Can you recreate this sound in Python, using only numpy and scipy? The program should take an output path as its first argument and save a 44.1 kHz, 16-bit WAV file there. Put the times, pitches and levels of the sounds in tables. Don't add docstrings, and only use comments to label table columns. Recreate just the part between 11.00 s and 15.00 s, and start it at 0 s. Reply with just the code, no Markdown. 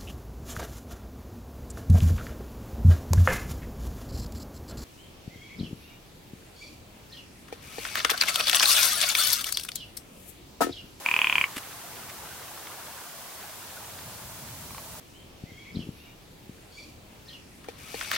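import sys
import numpy as np
from scipy import signal
from scipy.fft import rfft, irfft
from scipy.io import wavfile
from scipy.ndimage import uniform_filter1d

SR = 44100
rng = np.random.default_rng(int(sys.argv[2]) if len(sys.argv) > 2 else 0)


def file_out(sig):
    cols = np.atleast_2d(sig).T
    lim = np.clip(cols, -1, 1)
    pcm = np.round(lim * 32767).astype(np.int16)
    wavfile.write(sys.argv[1], SR, pcm)


N = 176400

# frequency_hz, gain_db
HISS_EQ = [(30, -3), (90, 1), (220, 4.5), (400, -2), (1000, -2.5), (3000, 1), (6000, 2), (15500, 1.5)]
# frequency_hz, gain_db
WIND_EQ = [(20, -17), (45, -7), (80, 2), (115, 2.5), (180, -2.5), (300, -9.5), (600, -18), (2000, -55)]
# time_s, level_db
WIND_FADER = [(0, -56), (.24, -66), (.34, -53), (.55, -58), (1.05, -53.5), (1.6, -57.5), (2.2, -62),
              (2.78, -56.5), (3.08, -49), (3.2, -51), (3.33, -48.5), (3.8, -49), (4, -49.5)]
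# frequency_hz, gain_db
WASH_EQ = [(100, -24.5), (300, -4.5), (480, -2), (680, -2), (1000, 0), (1500, -2.5), (2200, -8.5),
           (4000, -13), (9000, -25)]
# frequency_hz, gain_db
SPLASH_EQ = [(400, -30), (1200, 2), (3500, -1), (7000, -15), (15000, -34)]
# time_s, level_db
WATER_FADER = [(0, -46), (.52, -46), (.68, -48), (1.9, -47), (2.1, -48.5), (2.7, -48.5), (3.2, -51),
               (4, -55)]
# frequency_hz, gain_db
HOLLOW_EQ = [(300, -22), (520, -9), (630, 2.5), (760, -8), (900, 0.5), (1100, -10), (1600, -13.5),
             (4000, -38)]
# time_s, level_db
HOLLOW_FADER = [(2.55, -84), (2.8, -56), (4, -52.5)]
# start_s, pitch_hz, level_db, length_s, rise_octaves
GURGLES = [(.635, 714, -47, .03, 0.16), (0.835, 707, -45.5, 0.026, 0), (1.026, 1180, -44, 0.013, 0.24),
           (1.307, 1476, -42, 0.017, .1), (1.504, 720, -45, 0.019, .3), (1.868, 853, -44.5, 0.037, 0.17),
           (1.906, 698, -53.5, .035, 0.51), (1.968, 1210, -46, .025, .7), (2.415, 616, -45, 0.051, 0.67),
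           (2.763, 1410, -41, 0.023, 0.1)]
# start_s, hold_s, level_db
SCUFF_STROKES = [(0.5617, 0.0041, -35.5), (0.5678, 0.0028, -36), (0.5789, 0.0032, -30.5)]
# frequency_hz, gain_db
SCUFF_EQ = [(100, -14), (270, -11), (500, -9), (1200, -5.5), (2000, -1), (3000, -1.5), (4000, -8),
            (6000, -13.5), (8200, -9), (11500, -8.5), (15500, -21)]
# start_s, level_db
TICKS = [(3.7074, -30.5), (3.7470, -28), (3.7817, -25.5)]
# pitch_hz, gain_db, decay_s
TICK_MODES = [(1096, -3, 0.0022), (2320, -1, 0.00058), (3940, -6, 0.00061)]
# time_s, low_hz, main_hz, upper_hz
THROAT_GLIDE = [(.06, 950, 2430, 3220), (.14, 1003, 2486, 3440), (.27, 1017, 2460, 3480),
                (.355, 1004, 2400, 3470), (.41, 1020, 2350, 3260), (.442, 1130, 2250, 3240)]
# gain_db, decay_s, starts_flat_fraction
THROAT_RINGS = [(-10.5, .0032, 0.007), (3.5, 0.002, .005), (-5.5, 0.0018, .19)]
# pitch_hz, gain_db, decay_s, starts_flat_fraction
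SNAP_OVERTONES = [(4620, -22, 0.0015, 0.029), (7500, -27.5, 0.0027, 0.19), (8600, -26, 0.00089, 0.076)]
# start_s, level_db, upper_resonance_gain_db
RATTLE_SNAPS = [(0.0617, -11.5, -2), (0.0873, -12.4, -7), (0.1135, -11.5, -6), (0.1399, -10.5, -1),
                (.1640, -10.5, -1), (.1900, -11.5, 1), (0.2164, -10, 3.5), (0.2441, -10.5, 2),
                (0.2708, -12, 2), (0.2974, -12, 3), (.3260, -12, 2), (.3550, -10.5, 4.5),
                (0.3818, -10, 2.5), (0.4124, -11, 4), (0.4405, -12.5, 3)]

WATER_CORRELATION, WATER_PATCH_DB = 0.74, 1.65


def amp(db):
    return 10 ** (np.asarray(db) / 20)


def unit_rms(x):
    return x / np.sqrt(np.mean(x ** 2) + 1e-20)


def fader(points):
    return amp(np.interp(np.arange(N) / SR, *np.transpose(points)))


def add(mix, start_s, sound):
    part = mix[max(round(start_s * SR), 0):][:len(sound)]
    part += sound[:len(part)]


def equalise(x, eq):
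    hz, db = np.transpose(eq)
    curve_db = np.interp(np.log(np.fft.rfftfreq(N, 1 / SR) + 1), np.log(hz + 1), db)
    return irfft(rfft(x) * unit_rms(amp(curve_db)), N)


def stereo(two, correlation):
    mid = np.sqrt((1 + correlation) / 2) * two[0]
    side = np.sqrt((1 - correlation) / 2) * two[1]
    return np.array([mid + side, mid - side])


def patchy_noise(eq, correlation, patch_db):
    white = stereo(rng.standard_normal((2, N)), correlation)
    _, _, spectra = signal.stft(white, SR, nperseg=1024, noverlap=768)
    patches = uniform_filter1d(rng.standard_normal(spectra.shape[1:]), size=7, axis=0)
    patches = unit_rms(uniform_filter1d(patches, size=8, axis=1))
    _, bed = signal.istft(spectra * amp(patch_db * patches), nperseg=1024, noverlap=768)
    return unit_rms(equalise(bed[:, :N], eq))


def blip(hz, db, length_s, rise_octaves=0):
    progress = np.arange(0, length_s, 1 / SR) / length_s
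    cycles = np.cumsum(hz * 2 ** (rise_octaves * progress)) / SR
    return amp(db) * np.sin(np.pi * progress) ** 2 * np.sin(2 * np.pi * cycles)


def ring(hz, db, decay_s, flat=0):
    attack_s, settle_s = 0.00012, 0.002
    t = np.arange(SR // 25) / SR
    cycles = hz * (t - flat * settle_s * (1 - np.exp(-t / settle_s)))
    envelope = (1 - np.exp(-t / attack_s)) * np.exp(-t / decay_s)
    return amp(db) * envelope * np.sin(2 * np.pi * cycles)


def among_rocks(events, echo_db):
    predelay_s, t60_s = 0.003, 0.082
    t = np.arange(SR // 4) / SR
    tail = (t > predelay_s) * np.exp(-np.log(1000) * t / t60_s)
    out = np.zeros((2, N))
    for start_s, sound in events:
        scatter = stereo(rng.standard_normal((2, len(t))), correlation=0.16) * tail
        echoes = signal.fftconvolve(sound[None], scatter / np.linalg.norm(scatter[0]), axes=1)
        for channel, echo in zip(out, echoes):
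            add(channel, start_s, sound)
            add(channel, start_s, amp(echo_db) * echo)
    return out


def wind():
    rumble = fader(WIND_FADER) * patchy_noise(WIND_EQ, correlation=0.95, patch_db=1)
    buffet = blip(hz=115, db=-40, length_s=0.036)
    for channel in rumble:
        add(channel, start_s=3.502, sound=buffet)
    return rumble


def hollow_tone():
    return fader(HOLLOW_FADER) * patchy_noise(HOLLOW_EQ, WATER_CORRELATION, WATER_PATCH_DB)


def bubbles():
    bubbles_per_s, decay_cycles, rise_per_decay, tilt_db_per_octave = 150, 12.3, 0.0677, -2
    pitches_hz = np.geomspace(606, 2453, num=30)
    t = np.arange(SR // 12) / SR
    out = np.zeros((2, N))
    for hz in pitches_hz:
        age = t * hz / decay_cycles
        cycles = hz * t * (1 + rise_per_decay * np.minimum(age, 10) / 2)
        bubble = (1 - np.exp(-t * hz)) * np.exp(-age) * np.sin(2 * np.pi * cycles)
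        births = rng.random(N) < bubbles_per_s / len(pitches_hz) / SR
        spread_db = -0.5 * np.minimum(rng.exponential(1, N), 3)
        tilt_db = tilt_db_per_octave * np.log2(hz / pitches_hz[0])
        stream = signal.oaconvolve(births * amp(spread_db + tilt_db), bubble)[:N]
        pan_left = rng.uniform(-0.34, 0.53)
        out += np.outer([1 + pan_left, 1 - pan_left], stream)
    return unit_rms(out)


def splashes():
    splashes_per_s, decay_s = 70, 0.0066
    t = np.arange(SR // 12) / SR
    hits = (rng.random(N) < splashes_per_s / SR) * rng.random(N)
    bursts = signal.oaconvolve(hits, np.exp(-t / decay_s))[:N]
    spray = stereo(rng.standard_normal((2, N)), WATER_CORRELATION)
    return unit_rms(equalise(bursts * spray, SPLASH_EQ))


def meltwater():
    sparkle = amp(-7) * bubbles() + amp(-7.5) * splashes()
    wash = patchy_noise(WASH_EQ, WATER_CORRELATION, WATER_PATCH_DB)
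    return fader(WATER_FADER) * (wash + sparkle)


def gurgles():
    return among_rocks([(start_s, blip(*shape)) for start_s, *shape in GURGLES], echo_db=-11)


def scuff():
    release_s, grain_spread_db, grains_per_s = 0.005, 2.5, 25000
    t = np.arange(N) / SR
    strokes = sum(amp(db) * (t >= start_s) * np.exp(-np.maximum(t - start_s - hold_s, 0) / release_s)
                  for start_s, hold_s, db in SCUFF_STROKES)
    grains = rng.standard_normal((2, N)) * amp(grain_spread_db * rng.standard_normal(N))
    grains *= rng.random(N) < grains_per_s / SR
    out = equalise(stereo(unit_rms(grains), correlation=0.79) * strokes, SCUFF_EQ)
    thud = ring(hz=280, db=-28, decay_s=0.0051)
    for channel in out:
        add(channel, start_s=0.5685, sound=thud)
    return out


def ticks():
    tick = sum(ring(*mode) for mode in TICK_MODES)
    return among_rocks([(start_s, amp(db) * tick) for start_s, db in TICKS], echo_db=-9.5)


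def rasp():
    start_s, end_s, fade_s, width_hz = 0.044, 0.455, 0.012, 1400
    t = np.arange(N) / SR
    times, *glides_hz = np.transpose(THROAT_GLIDE)
    air = stereo(rng.standard_normal((2, N)), correlation=0.21)
    pole = np.exp(-np.pi * width_hz / SR)
    breath = np.zeros((2, N))
    for glide_hz, (db, _, flat), polarity in zip(glides_hz, THROAT_RINGS, (1, -1, 1)):
        centre_hz = np.interp(t, times, glide_hz) * (1 - flat / 2)
        carrier = np.exp(2j * np.pi * np.cumsum(centre_hz) / SR)
        band = (carrier * signal.lfilter([1], np.poly([pole, pole]), air / carrier)).real
        breath += polarity * amp(db / 2) * band
    fizz = amp(-7.5) * rng.standard_normal((2, N))
    gate = np.clip(np.minimum(t - start_s, end_s - t) / fade_s, 0, 1)
    return amp(-36.5) * (unit_rms(breath) + fizz) * gate


def snap(start_s, db, upper_db):
    pitch_spread, crack_decay_s = 0.007, 0.0012
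    times, *glides_hz = np.transpose(THROAT_GLIDE)
    throat = [(np.interp(start_s, times, hz), *shape) for hz, shape in zip(glides_hz, THROAT_RINGS)]
    low, main, upper, *overtones = [ring(hz * (1 + pitch_spread * rng.standard_normal()), *shape)
                                    for hz, *shape in throat + list(SNAP_OVERTONES)]
    voice = low - main + amp(upper_db) * upper - sum(overtones)
    t = np.arange(len(voice)) / SR
    crack = amp(-25) * np.exp(-t / crack_decay_s) * rng.standard_normal(len(t))
    chest = ring(hz=313, db=-22.5, decay_s=0.0017)
    return amp(db) * (voice + crack + chest)


def rattle():
    snaps = [(start_s, snap(start_s, db, upper_db)) for start_s, db, upper_db in RATTLE_SNAPS]
    return among_rocks(snaps, echo_db=-10)


def scene():
    ptarmigan = rattle() + ticks() + rasp()
    return ptarmigan + scuff() + meltwater() + gurgles() + hollow_tone() + wind()


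def record(dry):
    hiss = amp(-42.5) * equalise(rng.standard_normal((2, N)), HISS_EQ)
    high_cut = signal.firwin(511, cutoff=15900, window=("kaiser", 9), fs=SR)
    return signal.oaconvolve(dry + hiss, high_cut[None], "same")


dry = scene()
out = record(dry)
file_out(out)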